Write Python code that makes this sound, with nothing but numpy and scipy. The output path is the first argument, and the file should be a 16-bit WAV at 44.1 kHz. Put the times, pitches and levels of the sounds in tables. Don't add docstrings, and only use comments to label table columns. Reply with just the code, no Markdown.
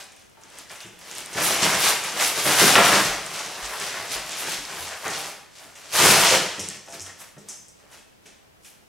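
import sys
import numpy as np
from scipy import signal
from scipy.fft import rfft, irfft, next_fast_len
from scipy.io import wavfile
from scipy.ndimage import uniform_filter1d, minimum_filter1d, map_coordinates

SR = 44100
rng = np.random.default_rng(int(sys.argv[2]) if len(sys.argv) > 2 else 0)


def volts_from_decibels(level):
    exponent = np.asarray(level, float) / 20
    return 10 ** exponent


def transcribe(signal):
    frames = np.atleast_2d(signal).T
    limited = np.clip(frames, -1, 1)
    pcm = np.round(limited * 32767).astype(np.int16)
    wavfile.write(sys.argv[1], SR, pcm)


N = 391608

# pitch in Hz, relative level in dB.
CRISP_TONE = [(3500, -43.5), (5200, 4), (6000, 6.5), (8500, 3), (11000, -6.5), (15500, -26)]
# pitch in Hz, relative level in dB.
DULL_TONE = [(700, -42.5), (1700, -2), (2300, 1), (3500, 1), (5000, -22.5)]
# pitch in Hz, likeness (1 = the same).
WIDE_ALIKE = [(60, 0.99), (150, 0.99), (380, 0.98), (950, 0.95), (2380, 0.93), (5980, 0.69), (15000, 0.11)]
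# start in seconds, level in dB before the modes' own levels,
# pitch that rings most in Hz, loss away from that pitch in dB per octave.
BLOWS = [(.37, -46, 990, 13), (.846, -47, 200, 16), (1.352, -38.5, 200, 2.5), (1.376, -30.5, 1605, 3.5),
         (1.408, -30.5, 697, -2), (1.624, -29, 800, 0.6), (2.455, -26, 600, 1.5), (2.614, -23, 252, 6.5),
         (2.7543, -9, 1300, 8), (2.778, -15, 900, 5), (2.809, -22, 752, 14), (2.843, -37, 1123, 17.5),
         (2.924, -20.5, 1290, 3), (3.972, -34, 2000, 10), (5.057, -32, 663, 4), (5.095, -48, 500, 8),
         (5.99, -31, 160, 5.5), (6.031, -22.5, 160, 6), (6.095, -27.5, 160, 2), (6.313, -18, 616, 7.5),
         (6.579, -36.5, 220, 2.5), (6.706, -37, 2300, 9), (6.862, -50, 800, 12), (6.875, -37.5, 810, 12),
         (6.885, -50, 1750, 14), (6.894, -39, 690, 19), (6.934, -44.5, 700, 5), (7.065, -43.5, 1600, 5.5),
         (7.095, -44, 1800, 13), (7.366, -45, 400, 4), (7.828, -58, 697, 7), (7.908, -48, 880, 15),
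         (7.928, -50, 764, 22), (8.256, -53.5, 450, 9), (8.648, -57, 1150, 9)]


def tunnel():
    # pitch in Hz, relative level in dB per Hz.
    crinkle_tone = [(800, -30), (2200, -3.5), (3000, -1.5), (4000, -2.5), (5500, -2), (8000, -5.5),
                    (10000, -11.5), (14000, -31)]
    sheen_tone = [(5500, -19.5), (9500, -1), (11000, -1), (14500, -9.5), (15900, -13)]
    scrape_tone = [(200, -32.5), (420, -6), (650, -0.5), (1100, -2), (1600, -2), (2100, -3.5), (3000, -11),
                   (6000, -31)]
    drum_tone = [(41, -39), (70, -17.5), (91, -7.5), (118, -10.5), (161, -1.5), (241, -7.5), (296, -3),
                 (382, -1.5), (410, -2), (450, -1.5), (580, -32), (990, -120)]
    # time in seconds, level in dB before swing and mix.
    restlessness = [(0, -56), (.3, -66.5), (.55, -46.5), (.68, -60), (.94, -55), (1.12, -39.5),
                    (1.3, -42.5), (1.45, -28), (1.85, -23.5), (1.98, -45.5), (2.15, -31), (2.45, -32),
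                    (2.6, -24.5), (2.95, -23), (3.2, -36), (3.3, -39), (3.5, -37), (3.75, -34.5),
                    (4.25, -37), (4.45, -35.5), (4.67, -39), (5.0, -40.5), (5.22, -32.5), (5.49, -62),
                    (5.6, -48.5), (5.74, -52), (5.89, -44), (6.0, -30.5), (6.36, -31.5), (6.45, -40),
                    (6.75, -40), (6.85, -66), (7.0, -54), (7.35, -77), (7.57, -76), (7.8, -59), (8.1, -71),
                    (8.88, -72)]
    # time of full strength in seconds, time held in seconds,
    # crinkle in dB, weight on the floor in dB over the crinkle, sheen of sliding fur in dB over the crinkle.
    shoves = [(0, 0.011, -38.5, -2.5, -8), (.2, 0.018, -54.5, -3, -5), (.59, 0.014, -41.5, -1.5, -6),
              (.71, 0.021, -43, 1.5, -4), (.81, 0.016, -44, -2, -5), (1.01, .02, -49, 5, -3),
              (1.06, .03, -56, 5, -7), (1.17, 0.027, -34.5, -8, -3), (1.378, 0.042, -28, 4.5, -5),
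              (1.43, 0.11, -24.5, -3, -2.5), (1.63, 0.073, -20.5, -6, -7.5), (1.81, 0.036, -23, -6, 0),
              (1.84, 0.065, -19, -3.5, -5), (2.05, .05, -32, -3.5, -2), (2.17, .02, -28.5, -4, -6.5),
              (2.208, 0.034, -18, -5.5, -3), (2.37, 0.035, -23, -4.5, -5.5), (2.468, 0.024, -19.5, 4.5, -2),
              (2.51, 0.069, -19.5, -5.5, -3), (2.6, 0.026, -13.5, -0.5, -3.5), (2.67, 0.023, -16, -1, -1.5),
              (2.725, 0.0071, -19, -9, -8), (2.775, 0.028, -28, 15, -15), (2.85, .04, -15, -4.5, -10),
              (2.92, 0.021, -20, 3, -5), (3.05, 0.042, -27, -9, -8), (3.345, .05, -32, -2.5, -8),
              (3.63, 0.018, -32.5, 1, -7), (3.81, 0.067, -29, 1, -7), (3.97, 0.028, -39, 3, -16),
              (4.118, 0.03, -25.5, -5.5, -7), (4.3, 0.18, -34.5, -3, -9), (4.479, 0.056, -26, -4, -7.5),
              (4.7, 0.19, -34.5, -2.5, -10), (4.92, 0.02, -40.5, 6, -13.5), (5.059, .03, -34, 6, -8),
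              (5.13, 0.056, -33, -6, -4.5), (5.56, 0.03, -44.5, -12, -7), (5.775, .02, -45.5, -1.5, -8),
              (5.85, .03, -49.5, -2, -5), (5.951, 0.018, -18.5, -3, -3.5), (5.99, 0.13, -12.5, -2.5, -4.5),
              (6.15, 0.2, -16.5, -2, -7), (6.55, .01, -41, -18, -19), (6.63, .03, -40.5, -10.5, -26),
              (6.939, 0.013, -39, 1, -8), (7.05, 0.036, -44.5, -1, -16), (7.21, 0.011, -41.5, -2, -2),
              (7.4, .02, -55, -5, -14), (7.49, 0.022, -46.5, -4, -15), (7.86, .04, -63, 7, -12),
              (7.93, .02, -46.5, -2, -5.5), (8.269, 0.012, -50.5, -3.5, -12), (8.668, 0.009, -48.5, -6, 1)]

    t = np.arange(N) / SR
    effort_s, effort_db = np.transpose(restlessness)
    effort_db = np.interp(t, effort_s, effort_db) + 1.5 * wobble(14)

    def strength(power, extra_db):
        moving = np.interp(t * 1000, np.arange(len(power)), power)
        return np.sqrt(moving + volts_from_decibels(effort_db + extra_db) ** 2)

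    s, held, db, weight_db, sheen_db = np.transpose(shoves)
    blow_s, *blow = np.transpose(BLOWS)
    empty = slack(t)
    crinkle = strength(gesture(s, held, db), 0)
    sheen = strength(gesture(s, held, db + sheen_db, fall=257), -6 - 15 * empty)
    press = strength(gesture(s, held, db + weight_db, rise=699.5), -12 * empty)
    struck_db = blow_db(200, *blow) + 1
    struck = strength(gesture(blow_s, 0.026, struck_db, rise=4000), -61)

    cloth = grains(crinkle_tone, rate=6000, spread_db=0.5, clump_db=1.0)
    shine = grains(sheen_tone, rate=7200, spread_db=3.5, clump_db=3.0)
    cloth += volts_from_decibels(-11.5) * grains(CRISP_TONE, rate=220, spread_db=2.5, clump_db=5.5)
    scrape = grains(scrape_tone, rate=4000, spread_db=1.5, clump_db=2.0)
    drum = grains(drum_tone, rate=900, spread_db=0.0, clump_db=3.0)

    drumming = np.hypot(volts_from_decibels(-13.5) * np.minimum(crinkle, press), struck)
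    return crinkle * cloth + sheen * shine + press * scrape + drumming * drum


def grains(spectrum, rate, spread_db, clump_db):
    uneven_db = spread_db * np.minimum(rng.exponential(1, N), 4)
    size = volts_from_decibels(uneven_db + clump_db * wobble(20))
    slips = (rng.random(N) < rate / SR) * size * rng.standard_normal((2, N))
    return unit(coloured(spread(slips, WIDE_ALIKE), spectrum))


def gesture(s, held, db, fall=182.5, rise=418):
    t = np.arange(N * 1000 // SR + 2)[:, None] / 1000
    rising_db = rise * (t - s)
    falling_db = -fall * (t - s - held)
    shape_db = np.minimum(0, np.minimum(rising_db, falling_db))
    return np.sum(volts_from_decibels(db + shape_db) ** 2, axis=1)


def slack(s):
    return (s > 6.38) & (s < 7.8)


def snaps():
    # start in seconds, tick peak in dB, tick pitch in Hz,
    # level of the crisp patter in dB before the mix.
    creases = [(.0423, -30, 8700, -63), (.12, -36, 6700, -58), (.1638, -38, 9400, -58),
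               (.1955, -43, 9800, -69), (.2231, -44, 7800, -70), (.298, -44, 9600, -72),
               (.4136, -41, 9000, -61), (.4363, -31, 6200, -60), (0.502, -35, 8900, -67),
               (0.574, -36, 5500, -57), (.587, -22, 9200, -56), (.697, -30, 5200, -52),
               (.716, -29, 8450, -60), (0.7533, -40.5, 6900, -49), (0.805, -28, 4670, -48),
               (0.864, -34, 7800, -54), (0.991, -34, 10500, -56), (1.0347, -36, 6100, -57),
               (1.0876, -36, 5830, -57), (1.1134, -22, 6500, -48), (1.1517, -24, 9400, -53),
               (1.1833, -17.5, 8450, -46), (1.2066, -27, 8800, -56), (1.2608, -20, 8800, -60),
               (1.331, -25, 8800, -41), (2.0385, -16, 7200, -37.5), (2.755, -19, 4300, -32),
               (2.795, -16, 9000, -45), (2.843, -13, 4900, -36), (3.264, -18, 8200, -46),
               (3.4617, -20, 6000, -61), (3.8, -18, 8200, -41), (4.3187, -28, 7400, -41),
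               (4.6522, -21, 5200, -55), (5.755, -34, 6500, -50.5), (6.595, -19, 6450, -31.5),
               (6.6876, -12, 7900, -44), (6.7014, -21, 7060, -58), (6.7093, -29, 4500, -45),
               (6.8581, -61, 6700, -54), (6.884, -37, 5300, -50), (6.9029, -30, 7900, -50),
               (6.925, -26, 6200, -46), (6.9969, -23, 5800, -46), (7.006, -22, 6300, -46),
               (7.016, -25, 6700, -40.5), (7.0635, -26, 7000, -47), (7.1965, -36, 7700, -50),
               (7.382, -40, 6400, -54.5), (7.487, -22, 8600, -38.5), (7.4964, -28, 7500, -45),
               (7.5186, -26, 6800, -46), (7.684, -33.5, 8100, -54), (7.9152, -39, 9000, -60),
               (7.9852, -46, 7300, -60), (8.257, -48, 7300, -53), (8.647, -36, 8430, -52.5)]
    t = np.arange(SR // 8) / SR
    ticks, patter = np.zeros((2, N + len(t)))
    fade_s = np.array([[.12], [.1]])
    swell = volts_from_decibels(-60 * t / fade_s) * (1 - np.exp(-t / 0.0026))
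    swell /= np.sqrt(np.mean(swell[:, :SR // 50] ** 2, axis=1, keepdims=True))
    for s, db, hz, crisp_db in creases:
        dull_db = crisp_db + 7.5 * np.log2(7000 / hz) - 16 * slack(s)
        tick = np.sin(2 * np.pi * hz * t) * np.exp(-t * hz / 1.4) * (1 - np.exp(-t * hz / .8))
        slips = rng.standard_normal((2, len(t))) * volts_from_decibels(3.5 * rng.standard_normal((2, len(t))))
        crisp = unit(coloured(slips[0], CRISP_TONE))
        dull = unit(coloured(slips[1], DULL_TONE))
        parts = np.array([crisp, dull]) * swell
        start = round(s * SR)
        ticks[start:][:len(t)] += volts_from_decibels(db) * tick / tick.max()
        patter[start:][:len(t)] += volts_from_decibels([crisp_db, dull_db]) @ parts
    return ticks[:N], patter[:N]


def knocks():
    # pitch in Hz, level in dB over the blow, time to fall 60 dB in seconds.
    wood_modes = [
        [(309, 0, 0.16), (381, -2, 0.16), (439, 1, 0.11)],
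        [(143.4, -6, 0.28), (161.5, 1.5, 0.18), (199, 0.5, 0.26)],
        [(525, -1, 0.15), (600, -1.5, 0.14), (678, -4, 0.13), (800, -3.5, 0.092), (891, -5, 0.14)],
        [(1120, -2.5, 0.055), (1352, -0.5, 0.076), (1479, -0.5, 0.061), (1742, -1, 0.063), (1860, 2, 0.06),
         (2040, -5, 0.042), (2430, -7, .04)],
    ]
    t = np.arange(SR // 3) / SR
    out = np.zeros(N + len(t))
    for s, *blow in BLOWS:
        ring = np.zeros(len(t))
        for group in wood_modes:
            for hz, level_db, t60 in group:
                db = blow_db(hz, *blow) + level_db + rng.normal(0, 2.0)
                onset = 1 - np.exp(-t * hz)
                ring += volts_from_decibels(db - 60 * t / t60) * np.sin(2 * np.pi * hz * t) * onset
        crack_noise = unit(coloured(rng.standard_normal(len(t)), DULL_TONE))
        crack = volts_from_decibels(blow_db(1600, *blow) + 7 - 60 * t / 0.012) * crack_noise
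        out[round(s * SR):][:len(t)] += ring + crack
    return out[:N]


def blow_db(hz, db, best_hz, loss):
    return db - abs(loss * np.log2(hz / best_hz))


def thumps():
    # start in seconds, level in dB before the soft onset,
    # pitch in Hz, time to fall 60 dB in seconds.
    deep_blows = [(.85, -50, 110, .3), (1.36, -42, 120, .35), (3.08, -38, 45, 0.46), (3.625, -38, 50, 0.32),
                  (4.15, -42, 46, .35), (4.58, -47, 40, .35), (4.795, -45, 81, 0.63), (5.06, -38, 160, .3),
                  (5.93, -45, 98, .4), (6.05, -39, 70, .35), (6.6, -42, 95.4, 0.5),
                  (7.006, -42, 93.4, 0.42), (7.366, -41, 150, .2)]
    out, t = np.zeros(N + SR), np.arange(SR) / SR
    for s, db, hz, t60 in deep_blows:
        envelope = volts_from_decibels(db - 60 * t / t60) * (1 - np.exp(-t / .008))
        out[round(s * SR):][:SR] += envelope * np.sin(2 * np.pi * hz * t)
    return out[:N]


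def bell():
    # start in seconds, starting level in dB (rms).
    shakes = [(6.72, -73), (6.84, -72), (6.925, -65), (7.2, -67), (7.39, -74), (7.46, -72), (7.51, -70)]
    partial_hz = [13250, 13420]
    t = np.arange(N) / SR
    ring = np.zeros(N)
    for hz in partial_hz:
        ring += volts_from_decibels(5.4 * wobble(40)) * np.sin(2 * np.pi * hz * t + 2.7 * wobble(90))
    strength = np.zeros(N)
    for s, db in shakes:
        strength += volts_from_decibels(db - 60 * abs(t - s) / 0.81) * (t > s)
    return strength * unit(ring)


def room(x):
    # pitch in Hz, time to fall 60 dB in seconds.
    ring_time = [(100, 0.92), (500, 0.67), (2000, 0.8), (6000, 0.61), (14000, 0.47)]
    hop, length = SR // 16, SR * 5 // 9
    padded = np.pad(x, (hop, 2 * hop))
    out = np.zeros((2, N + 4 * hop + length))
    for start in range(0, N + hop, hop):
        hz, t, z = signal.stft(pair(length, WIDE_ALIKE), SR, nperseg=256)
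        fade = volts_from_decibels(-60 * t / along(ring_time, hz)[:, None])
        tail = signal.istft(z * fade, SR, nperseg=256)[1][:, :length]
        tail *= 1 - np.exp(-np.arange(length) / SR / 0.0053)
        piece = padded[start:start + 2 * hop] * np.hanning(2 * hop)
        heard = signal.fftconvolve(piece[None], tail / np.linalg.norm(tail[0]), axes=1)
        out[:, start:start + heard.shape[1]] += heard
    return out[:, hop:hop + N]


def hush():
    # pitch in Hz, relative level in dB per Hz.
    hiss_tone = [(15, -41.5), (25, -13), (37, -8), (52, -17), (70, -6.5), (117, -6), (175, -7), (206, -5),
                 (325, -8.5), (393, -7), (772, -10.5), (837, -11.5), (1070, -13.5), (6520, -25.5),
                 (15900, -31)]
    # pitch in Hz, likeness (negative = opposed).
    hiss_alike = [(60, 0.2), (240, -0.49), (950, -0.46), (3770, -0.35), (15000, 0.12)]
    t = np.arange(N) / SR
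    hum = volts_from_decibels(-77.5 + 3.1 * wobble(4.5)) * np.sin(2 * np.pi * 67 * t + 1.9 * wobble(6.6))
    return volts_from_decibels(-55.5) * unit(coloured(pair(N, hiss_alike), hiss_tone)) + hum


def unit(x):
    return x / np.sqrt(np.mean(x ** 2) + 1e-20)


def along(points, hz):
    f, v = np.transpose(points)
    return np.interp(np.log(hz + 1), np.log(f + 1), v)


def wobble(rate):
    knots = rng.standard_normal(int(N * rate / SR) + 4)
    return map_coordinates(knots, [np.arange(N) * rate / SR])


def coloured(x, spectrum):
    m = 2 * next_fast_len(x.shape[-1] // 2 + 4096)
    gain = volts_from_decibels(along(spectrum, np.fft.rfftfreq(m, 1 / SR)))
    cepstrum = irfft(np.log(gain + 1e-6), m)
    cepstrum[1:m // 2] *= 2
    cepstrum[m // 2 + 1:] = 0
    return irfft(rfft(x, m) * np.exp(rfft(cepstrum)), m)[..., :x.shape[-1]]


def pair(length, alike):
    return spread(rng.standard_normal((2, length)), alike)


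def spread(mid_side, alike):
    length = mid_side.shape[1]
    likeness = along(alike, np.fft.rfftfreq(length, 1 / SR))
    turn = np.arccos(np.clip(likeness, -1, 1)) / 2
    mid, side = irfft(rfft(mid_side) * [np.cos(turn), np.sin(turn)], length)
    return np.array([mid + side, mid - side])


def scene():
    cloth, (ticks, patter), wood = volts_from_decibels(-4.5) * tunnel(), snaps(), knocks()
    near = cloth + ticks + patter + wood + thumps() + bell()
    to_room = volts_from_decibels(-3.0) * cloth[0] + volts_from_decibels(-15.5) * ticks + volts_from_decibels(1) * patter + volts_from_decibels(-1.5) * wood
    return near + room(to_room) + hush()


def low_pass(x):
    return signal.sosfilt(signal.butter(12, 16690, fs=SR, output="sos"), x)


def record(dry):
    # pitch in Hz, left minus right in dB.
    mic_lean = [(60, -1), (180, 0.0), (550, 0), (1650, 1.5), (4970, 0.0), (15000, 0.5)]
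    # pitch in Hz, level in dB.
    band_edge = [(15500, 0), (15850, -3), (16050, -80)]
    left = coloured(dry[0], [(hz, db / 2) for hz, db in mic_lean])
    right = coloured(dry[1], [(hz, -db / 2) for hz, db in mic_lean])
    both = np.array([left, right])
    needed = np.minimum(1, .98 / (abs(both).max(0) + 1e-9))
    gain = uniform_filter1d(minimum_filter1d(needed, size=265), size=133)
    mix = coloured(both * gain, band_edge)
    return low_pass(mix)


dry = scene()
out = record(dry)
transcribe(out)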